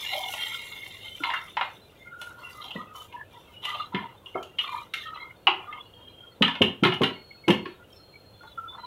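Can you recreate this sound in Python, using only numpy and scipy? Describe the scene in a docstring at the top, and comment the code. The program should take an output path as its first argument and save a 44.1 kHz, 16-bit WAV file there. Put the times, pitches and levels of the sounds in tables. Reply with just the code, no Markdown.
"""Water is poured into a thick metal pot of stew; a wooden spoon then stirs, rubs and knocks the wall,
and is tapped on the rim so that the pot thuds and rattles on its stand. A small hard kitchen answers;
the microphone is near, dull above 4 kHz."""
import sys
import numpy as np
from scipy import signal
from scipy.fft import rfft, irfft, next_fast_len
from scipy.io import wavfile
from scipy.ndimage import uniform_filter1d, map_coordinates

SR = 44100
rng = np.random.default_rng(int(sys.argv[2]) if len(sys.argv) > 2 else 0)


def unload_audio(sound):
    """Save the sound as a 16-bit wav file, at the path given as the first command line argument."""
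    columns = np.transpose(np.atleast_2d(sound))
    # keep every value between -1 and 1, then stretch to whole-number steps
    steps = np.round(np.clip(columns, -1, 1) * 32767)
    wavfile.write(sys.argv[1], SR, steps.astype(np.int16))


N = 391010

# knocks on the wall and rattles on the stand: (s, peak dB, strength near 900 Hz dB, near 1700 Hz dB, click dB)
KNOCKS = [(0.335, -32, -8, -42, -10), (1.235, -24.5, -22, -11, -34), (1.3, -28, -1.5, -5, -50), (1.336, -22.5, 5, 31, -25.5), (1.568, -20.5, 0.5, -2, -47),
          (1.61, -20.5, -4.5, -3.5, -56), (2.213, -39.5, -9, -20, -3), (2.706, -35, -23, -38, -26), (3.124, -44.5, -12, -18, -32),
          (3.65, -29, -25, -29, -14.5), (3.69, -32.5, -18, -18, -17), (3.747, -35, 0, -31, -32), (3.946, -26.5, -26, -4.5, -57), (4.259, -37, -44, -67, -36),
          (4.354, -25.5, 30, 26, -60), (4.427, -44, -23, -38, -6), (4.585, -22, -35, -27.5, -32), (4.936, -26, -54, -12.5, -15),
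          (5.469, -11, -9, -19, -52), (5.725, -41, -21, -28.5, -45), (6.421, -12.5, -32, -18.5, -29.5), (6.478, -23.5, -14, -11, -29.5),
          (6.552, -31.5, -17, -18.5, -40), (6.617, -11.5, -19, -19, -29), (6.834, -15.5, -20, -10.5, -27), (6.849, -15.5, -5, -15.5, -30),
          (6.867, -25, -23.5, -15, -25.5), (6.921, -24, -15, -17.5, -35.5), (6.937, -39.5, -18, -16, -9.5), (7.016, -24, 1, -1, -20.5), (7.033, -16.5, -19.5, -15, -25.5),
          (7.48, -19, -3.5, -15.5, -21), (7.502, -18, -23, -12, -21), (7.655, -37, -22, -3.5, -50), (8.433, -44.5, 17, 13, -35)]
# the whole pot jolts on its stand: (s, peak dB, pitch Hz, rumble dB)
THUDS = [(1.2, -37, 289, -22), (2.753, -28.5, 214, -14), (3.941, -23, 213, -9), (4.349, -27, 460, -35), (5.48, -29.5, 366, -27), (6.408, -14.5, 220, -14.5), (6.607, -12, 222, -8.5),
         (6.825, -11.5, 221, -28), (6.849, -16, 369, -4.5), (7.006, -13, 230, -9.5), (7.476, -10.5, 328, -10.5), (7.494, -12, 218, -14)]
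# modes of the wall: (Hz, dB)
POT = [(590, 17.5), (770, 10.5), (860, 4), (955, 15.5), (1080, 6), (1225, 6), (1350, 5), (1435, 6), (1760, 0.5), (1970, 6), (2130, 7), (2390, -2),
       (2620, -16), (2800, 4.5), (2930, -6), (3090, -4.5), (3185, 1.5), (3330, -6), (3540, 1), (3750, -1), (4000, -0.5), (4300, -8.5)]
BODY = [(171, 32, -12.5), (224.6, 16, -4.5), (271, 12, -2), (373, 52, 8.5), (515, 23, -2.5)]  # pot and stand: (Hz, width Hz, dB)
FIZZ = [(2650, -14.5), (4500, -3.5), (4790, -9.5), (5380, -5), (6240, -6), (7940, -10), (12200, -4.5), (15800, -10)]  # (Hz, dB per Hz)
HUSH = [(12, -38), (20, -7), (101, 3), (247, -4), (496, -1), (1180, -14.5), (1390, -12.5), (1900, -21), (3220, -16.5),
        (5040, -31.5), (15800, -28.5)]  # flame and room: (Hz, dB per Hz)
HUSH_DB = -55.5
KITCHEN = [(200, 0.33), (1000, 0.29), (3000, 0.28), (8000, 0.22)]  # (Hz, t60 s)
TOP_HZ = 15800  # fixed
# one pitch sings out of the wet wall for a moment: (s, length s, Hz, dB)
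NOTES = [(0.02, 0.84, 2157, -41.5), (0.091, 0.21, 763, -42), (0.13, .06, 600, -42), (0.18, .12, 960, -46), (0.296, 0.15, 1410, -51.5), (0.358, 0.66, 2138, -49.5), (0.508, 0.049, 1376, -40),
         (0.534, 0.38, 2770, -55), (0.777, 1, 3550, -56.5), (1.03, 0.21, 3080, -47.5), (1.033, 0.1, 2120, -49.5), (1.195, 0.053, 1430, -44), (1.48, 0.076, 3560, -54),
         (1.976, 0.12, 2117, -52), (2.047, 0.47, 1415, -47), (2.422, 0.13, 2010, -55), (2.426, 0.059, 2746, -45.5),
         (2.532, 0.15, 1223, -48), (2.543, 0.11, 2030, -57), (2.739, 0.082, 1026, -43), (2.75, 0.058, 1930, -39.5),
         (2.751, 0.3, 1243, -50.5), (2.937, 0.084, 3030, -50.5), (3.109, 0.1, 969, -47.5), (3.154, 0.085, 1730, -49.5), (3.326, 0.057, 954, -47.5),
         (3.524, 0.24, 2916, -52.5), (3.66, 0.18, 1205, -38), (3.638, 0.078, 1997, -38.5), (3.674, 0.19, 3950, -54),
         (4.335, 0.045, 2150, -51), (4.432, 0.1, 2800, -59.5), (4.626, 0.2, 1196, -45), (4.653, 0.15, 2393, -44), (5.022, 0.095, 1840, -46), (5.047, 0.2, 1274, -47),
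         (5.128, 0.1, 4004, -53), (5.134, 0.13, 3290, -56), (5.187, 0.12, 2120, -49.5), (5.664, 0.13, 1214, -44.5), (5.716, 0.043, 2125, -43.5),
         (5.733, 0.43, 2860, -62), (5.928, 0.37, 3210, -51.5), (6.196, 0.035, 1420, -53.5), (7.116, 0.61, 4325, -56), (7.14, 0.058, 2183, -49.5), (7.296, 0.026, 2190, -56),
         (7.429, 0.048, 2190, -47), (7.645, 0.051, 1087, -45), (7.647, 0.074, 358.6, -43), (7.787, 0.06, 1420, -55),
         (7.918, 0.088, 5350, -64), (7.949, 0.54, 4230, -60), (8.129, .03, 2260, -55), (8.325, 0.27, 3470, -62), (8.399, 0.085, 1420, -48.5), (8.46, .06, 3900, -61), (8.517, 0.041, 3430, -56), (8.565, 0.12, 1340, -42.5),
         (8.671, 0.076, 3510, -47.5), (8.772, 0.22, 4050, -54.5), (8.774, 0.065, 1407, -46), (8.819, 0.05, 985, -48)]
RUMBLE = [(96, 13, -1.5), (176, 33, -2)]  # stove top: (Hz, width Hz, dB)
# unevenness: lumps in a note dB, hum wavering dB, ring patches dB, fizz streaks dB, slips of the spoon dB
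LUMP_DB, HUM_WAVER_DB, STREAK_DB, FIZZ_STREAK_DB, SLIP_DB = 4.5, 3.5, 5.5, 5, 2.5  # fixed
CRACK, BLOW_RISE = 1.2, .0014  # fixed
RIM_HZ = [5010, 5520, 6110, 6800, 7500, 8680, 10000, 11670, 11200]  # thin high modes that colour the fizz
# the poured stream dwindles: (s, flow dB)
POUR = [(0, -28.5), (0.17, -26.5), (0.42, -29.5), (0.7, -38), (1.0, -42), (1.5, -49.5), (2.1, -66.5)]
POUR_LOW_DB, POUR_MID_DB, POUR_FIZZ_DB, FIZZ_FOLLOWS = -15.5, -9.5, -18.5, 0.75  # over the high ring; the fizz dies slower than the flow
# the spoon drags along the wall: (s, length s, low ring dB, high ring dB, wet fizz dB)
STROKES = [(1.248, 0.11, -23.5, -28.5, -62), (2.203, 0.13, -53, -60, -61), (2.394, .12, -39.5, -50, -62.5), (2.51, 0.11, -63, -58, -56.5),
           (2.631, 0.15, -43.5, -38, -59.5), (2.963, 0.096, -43.5, -52.5, -55), (3.325, 0.24, -51.5, -54, -67), (3.642, .18, -37, -35.5, -59),
           (3.946, .12, -32.5, -47, -73), (4.256, 0.065, -55, -58, -70), (4.37, 0.044, -39, -76, -71), (4.6, 0.1, -36, -39, -58.5), (4.732, 0.07, -34, -42, -57.5),
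           (4.957, .1, -69, -34, -58), (5.136, 0.12, -35, -52, -72.5), (5.568, 0.2, -36.5, -64, -78), (5.888, 0.6, -61.5, -69, -92),
           (7.658, 0.08, -54.5, -55, -83), (7.902, .08, -75, -67, -70), (8.42, 0.3, -64, -69, -73), (8.727, 0.19, -43, -61, -76)]
STROKE_ATTACK_S, STROKE_SAG_DB, STROKE_FADE_DB_PER_S, STROKE_MID_DB = 0.04, 4, 190, -13.5  # middle ring: over the mean of low and high
TOP_DB, TOP_FOLLOWS = -14, 0.52  # strength near 4 kHz, and how far it follows the strength near 1700 Hz
DULLING = 1.1  # dB lost above 2 kHz for each dB that a soft blow gains near 900 Hz
CLICK_RISE_S = 0.0031
NOTE_PEAK_SHARE, NOTE_SWELL_DB, NOTE_END_DB = 0.24, 2, -3  # loudest at this share of the length
BLIPS, BLIP_DB, BLIP_SPREAD_DB, BLIP_S, BLIP_FOLLOWS = 420, -36.5, 3, 0.028, 0.47  # count, level over the motion, scatter, life, growth with motion
BLIP_WAVER, BLIP_LUMP_DB = 1.2, 5  # fixed


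def amp(db):
    return 10 ** (np.asarray(db) / 20)


def unit(x):
    return x / np.sqrt(np.mean(np.abs(x) ** 2) + 1e-20)


def along(points, hz):
    """(Hz, value) points on a log axis."""
    f, v = np.transpose(points)
    return np.interp(np.log(hz + 1), np.log(f + 1), v)


def filtered(x, response):
    """x times a complex response of frequency."""
    m = next_fast_len(len(x) + 8192)  # fixed
    return irfft(rfft(x, m) * response(np.fft.rfftfreq(m, 1 / SR)), m)[:len(x)]


def ringing(modes, extra_db=0):
    """Causal response of a set of modes, each raised by its own extra level."""
    c, w, db = np.transpose(modes)[:, :, None]
    gain = amp(db + np.reshape(extra_db, (-1, 1))) * (-1.) ** np.arange(len(modes))[:, None]
    return lambda f: np.sum(gain * 1j * f * w / (c * c - f * f + 1j * f * w), axis=0)


def wobble(rate, size):
    """Smooth random curves at every sample, rate knots a second."""
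    knots = rng.standard_normal((size, int(N * rate / SR) + 4))
    return np.array([map_coordinates(k, [np.arange(N) * rate / SR], order=1) for k in knots])


def echoing(burst):
    """A new diffuse kitchen tail for one burst, each frequency dying at its own speed."""
    hz, t, z = signal.stft(rng.standard_normal(len(burst)), SR, nperseg=256)  # fixed
    tail = signal.istft(z * amp(-60 * t / along(KITCHEN, hz)[:, None]), SR, nperseg=256)[1]  # fixed
    return signal.fftconvolve(burst, tail / np.linalg.norm(tail))[:len(burst)]


def add(out, s, sound):
    """Mix a sound in at s seconds."""
    part = out[round(s * SR):][:len(sound)]
    part += sound[:len(part)]


def stirring():
    """Lumpy friction rings the wall modes in drifting patches; wet food fizzes on top."""
    slips = amp(SLIP_DB * wobble(45, size=1)[0] + 4.4 * wobble(300, size=1)[0]) * rng.standard_normal(N)
    grains = amp(3.6 * wobble(900, size=1)[0] + 2.0 * wobble(25, size=1)[0]) * rng.standard_normal(N)
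    hz, t, z = signal.stft([unit(slips), unit(grains)], SR, nperseg=1024, noverlap=768)  # fixed
    low, mid, high, wetness = motion(t)
    metal = np.abs(wall()(hz))[:, None] + 0.14  # the splash itself fills the gaps between modes
    rim = 1.1 + np.abs(ringing([(f, 130, -.5) for f in RIM_HZ])(hz))
    gain = 0
    for level, centre_hz, span in (low, 1100, .35), (mid, 2100, .15), (high, 3300, .3):
        shape = metal * np.exp(-(np.log((hz[:, None] + 1) / centre_hz) / span) ** 2)
        gain = gain + level * shape / np.sqrt(np.mean(shape ** 2, axis=0))
    fizz = wetness * unit(rim * amp(along(FIZZ, hz)))[:, None]
    streaks = [unit(uniform_filter1d(uniform_filter1d(v, size=4, axis=0), size=14, axis=1)) for v in rng.standard_normal(z.shape)]
    wet = z[0] * gain * amp(STREAK_DB * streaks[0] - 9.5) + z[1] * fizz * amp(FIZZ_STREAK_DB * streaks[1] - 2.5)
    return signal.istft(wet, SR, nperseg=1024, noverlap=768)[1][:N]  # fixed


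def knocks():
    """A rough blow cracks, then rings every mode at a new strength; the kitchen carries the tail."""
    out, t = np.zeros(N), np.arange(SR // 2) / SR
    for s, db, low_db, mid_db, click_db in KNOCKS:
        dull_db = DULLING * max(low_db, 0)
        top_db = TOP_DB + TOP_FOLLOWS * mid_db - dull_db
        blow = amp(-60 * t / 0.029) * (1 - np.exp(-t / BLOW_RISE)) * rng.standard_normal(len(t))
        spot = [(200, low_db - 55), (600, low_db - 18 + .5 * dull_db), (800, low_db), (1350, mid_db), (2050, mid_db - dull_db), (2900, -4.0), (4000, top_db), (5200, top_db - 17), (9000, -68)]
        ring = filtered(blow, wall(along(spot, np.transpose(POT)[0]) + 2 * rng.standard_normal(len(POT))))
        crack = filtered(blow, lambda f: amp(along(spot, f)))
        click = filtered(blow * (1 - np.exp(-t / CLICK_RISE_S)), lambda f: amp(along(FIZZ, f)) / (1 + (f / 12500) ** 6))  # wood is a dull hammer
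        knock = amp(db) * np.clip(t / BLOW_RISE, 0, 1) ** 2 * (peaked(ring) + CRACK * peaked(crack) + amp(click_db) * peaked(click))
        add(out, s, knock + amp(-1.0) * echoing(knock))
    return out


def thuds():
    """A soft, rough push a few ms long sets pot, stand and stove top swinging."""
    out, t = np.zeros(N), np.arange(SR // 2) / SR
    for s, db, hz, rumble_db in THUDS:
        swell = (t / .005) * np.exp(1 - t / 0.0044)
        rough = filtered(rng.standard_normal(len(t)), lambda f: 1 / (1 + (f / 600) ** 4) / (1 + (90 / (f + 1)) ** 4))
        push = swell * (np.sin(2 * np.pi * hz * t) + 0.4 * unit(rough))
        swing = peaked(filtered(push, ringing(BODY)) + 0.6 * push)
        under = peaked(filtered(swell * np.sin(2 * np.pi * 130 * t), ringing(RUMBLE)))
        jolt = amp(db) * filtered(swing + amp(rumble_db) * under, lambda f: (1j * f / (70 + 1j * f)) ** 2)  # too small to radiate deep bass
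        add(out, s, jolt + amp(-2) * echoing(jolt))
    return out


def hush():
    """Steady flame and room noise with an unsteady hum."""
    noise = unit(filtered(rng.standard_normal(N), lambda f: amp(along(HUSH, f))))
    hum = np.sin(2 * np.pi * 100 * np.arange(N) / SR + 2.8 * wobble(23, size=1)[0]) * amp(-64.5 + HUM_WAVER_DB * wobble(5.3, size=1)[0])
    return amp(HUSH_DB) * noise + hum


def notes():
    """Each note is a narrow, unsteady tone that swells and fades in lumps."""
    out = np.zeros(N)
    drift, flutter = wobble(130, size=2)
    lumps = wobble(30, size=1)[0]
    for (s, length, hz, db), start in zip(NOTES, rng.integers(0, N - SR, len(NOTES))):
        t = np.arange(round((abs(length) + 0.11) * SR)) / SR
        swell_db = np.interp(t, [0, .012, max(NOTE_PEAK_SHARE * length, .013), abs(length) + 0.0036, abs(length) + 0.056], [-40, 0.5, NOTE_SWELL_DB, NOTE_END_DB, -28.5])
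        part = slice(start, start + len(t))
        rough = 1 / (1 + (hz * length / 1100) ** 2)  # long high squeals hold steady
        strength = amp(db + swell_db + 6.3 * (0.4966 + 0.51 * rough) * flutter[part] + LUMP_DB * rough * lumps[part])
        add(out, s, strength * np.sin(2 * np.pi * hz * t + 1.03 * drift[part]))
    return out


def peaked(x):
    """x with the top of its envelope at 1."""
    return x / np.sqrt(2 * np.max(uniform_filter1d(x ** 2, size=200)))


def wall(extra_db=0):
    """The wall's response: food damps high modes more, and little is heard above the top mode."""
    modes = ringing([(hz, 35 + hz / 120, db) for hz, db in POT], extra_db)
    return lambda f: modes(f) / (1 + (f / 4700) ** 8) / (1 + (480 / (f + 1)) ** 4)


def motion(t):
    """Levels of low, middle and high ring and of the fizz: the stream plus every stroke (attack, sagging hold, fade)."""
    flow_db = np.interp(t, *np.transpose(POUR), right=-120)
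    top_db = POUR[0][1]
    fizz_db = top_db + POUR_FIZZ_DB + FIZZ_FOLLOWS * (flow_db - top_db)
    power = amp([flow_db + POUR_LOW_DB, flow_db + POUR_MID_DB, flow_db, fizz_db]) ** 2
    for s, length, low_db, high_db, wet_db in STROKES:
        age = t - s
        shape_db = -STROKE_SAG_DB * np.clip(age / length, 0, 1) - STROKE_FADE_DB_PER_S * np.clip(age - length, 0, None)
        shape = np.clip(age / STROKE_ATTACK_S + 1, 0, 1) ** 2 * amp(shape_db)
        power += (amp([low_db, (low_db + high_db) / 2 + STROKE_MID_DB, high_db, wet_db])[:, None] * shape) ** 2
    return np.sqrt(power)


def blips():
    """Brief blips at random: each rings one mode of the wall for a moment, louder where the stew moves."""
    draw = rng.random((BLIPS, 4))
    start, t = draw[:, 0] * (N / SR), np.arange(SR // 8) / SR
    hz = np.transpose(POT)[0][(draw[:, 1] * len(POT)).astype(int)] * (1 + 0.0296 * (draw[:, 2] - .5))
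    low, _, high, _ = motion(start)
    size = (low + high + amp(-63.5)) ** BLIP_FOLLOWS * amp(BLIP_DB - BLIP_SPREAD_DB * np.log(draw[:, 3] + 0.0011))
    out, (drift, lumps) = np.zeros(N), wobble(110, size=2)
    for s, f, g, life, pick in zip(start, hz, size, BLIP_S * (.5 + draw[:, 2]), (draw[:, 3] * (N - SR)).astype(int)):
        part = slice(pick, pick + len(t))
        tone = amp(BLIP_LUMP_DB * lumps[part]) * np.sin(2 * np.pi * f * t + BLIP_WAVER * drift[part])
        add(out, s, g * (t / life) * np.exp(1 - 2 * t / life) * tone)
    return out


def scene():
    return (stirring() + notes() + blips() + knocks() + thuds() + hush())[None]


def record(dry):
    """The small microphone loses the deep bass; nothing is kept above the band limit."""
    return filtered(dry[0], lambda hz: 1j * hz / (28 + 1j * hz) * (hz < TOP_HZ))[None]


dry = scene()
out = record(dry)
unload_audio(out)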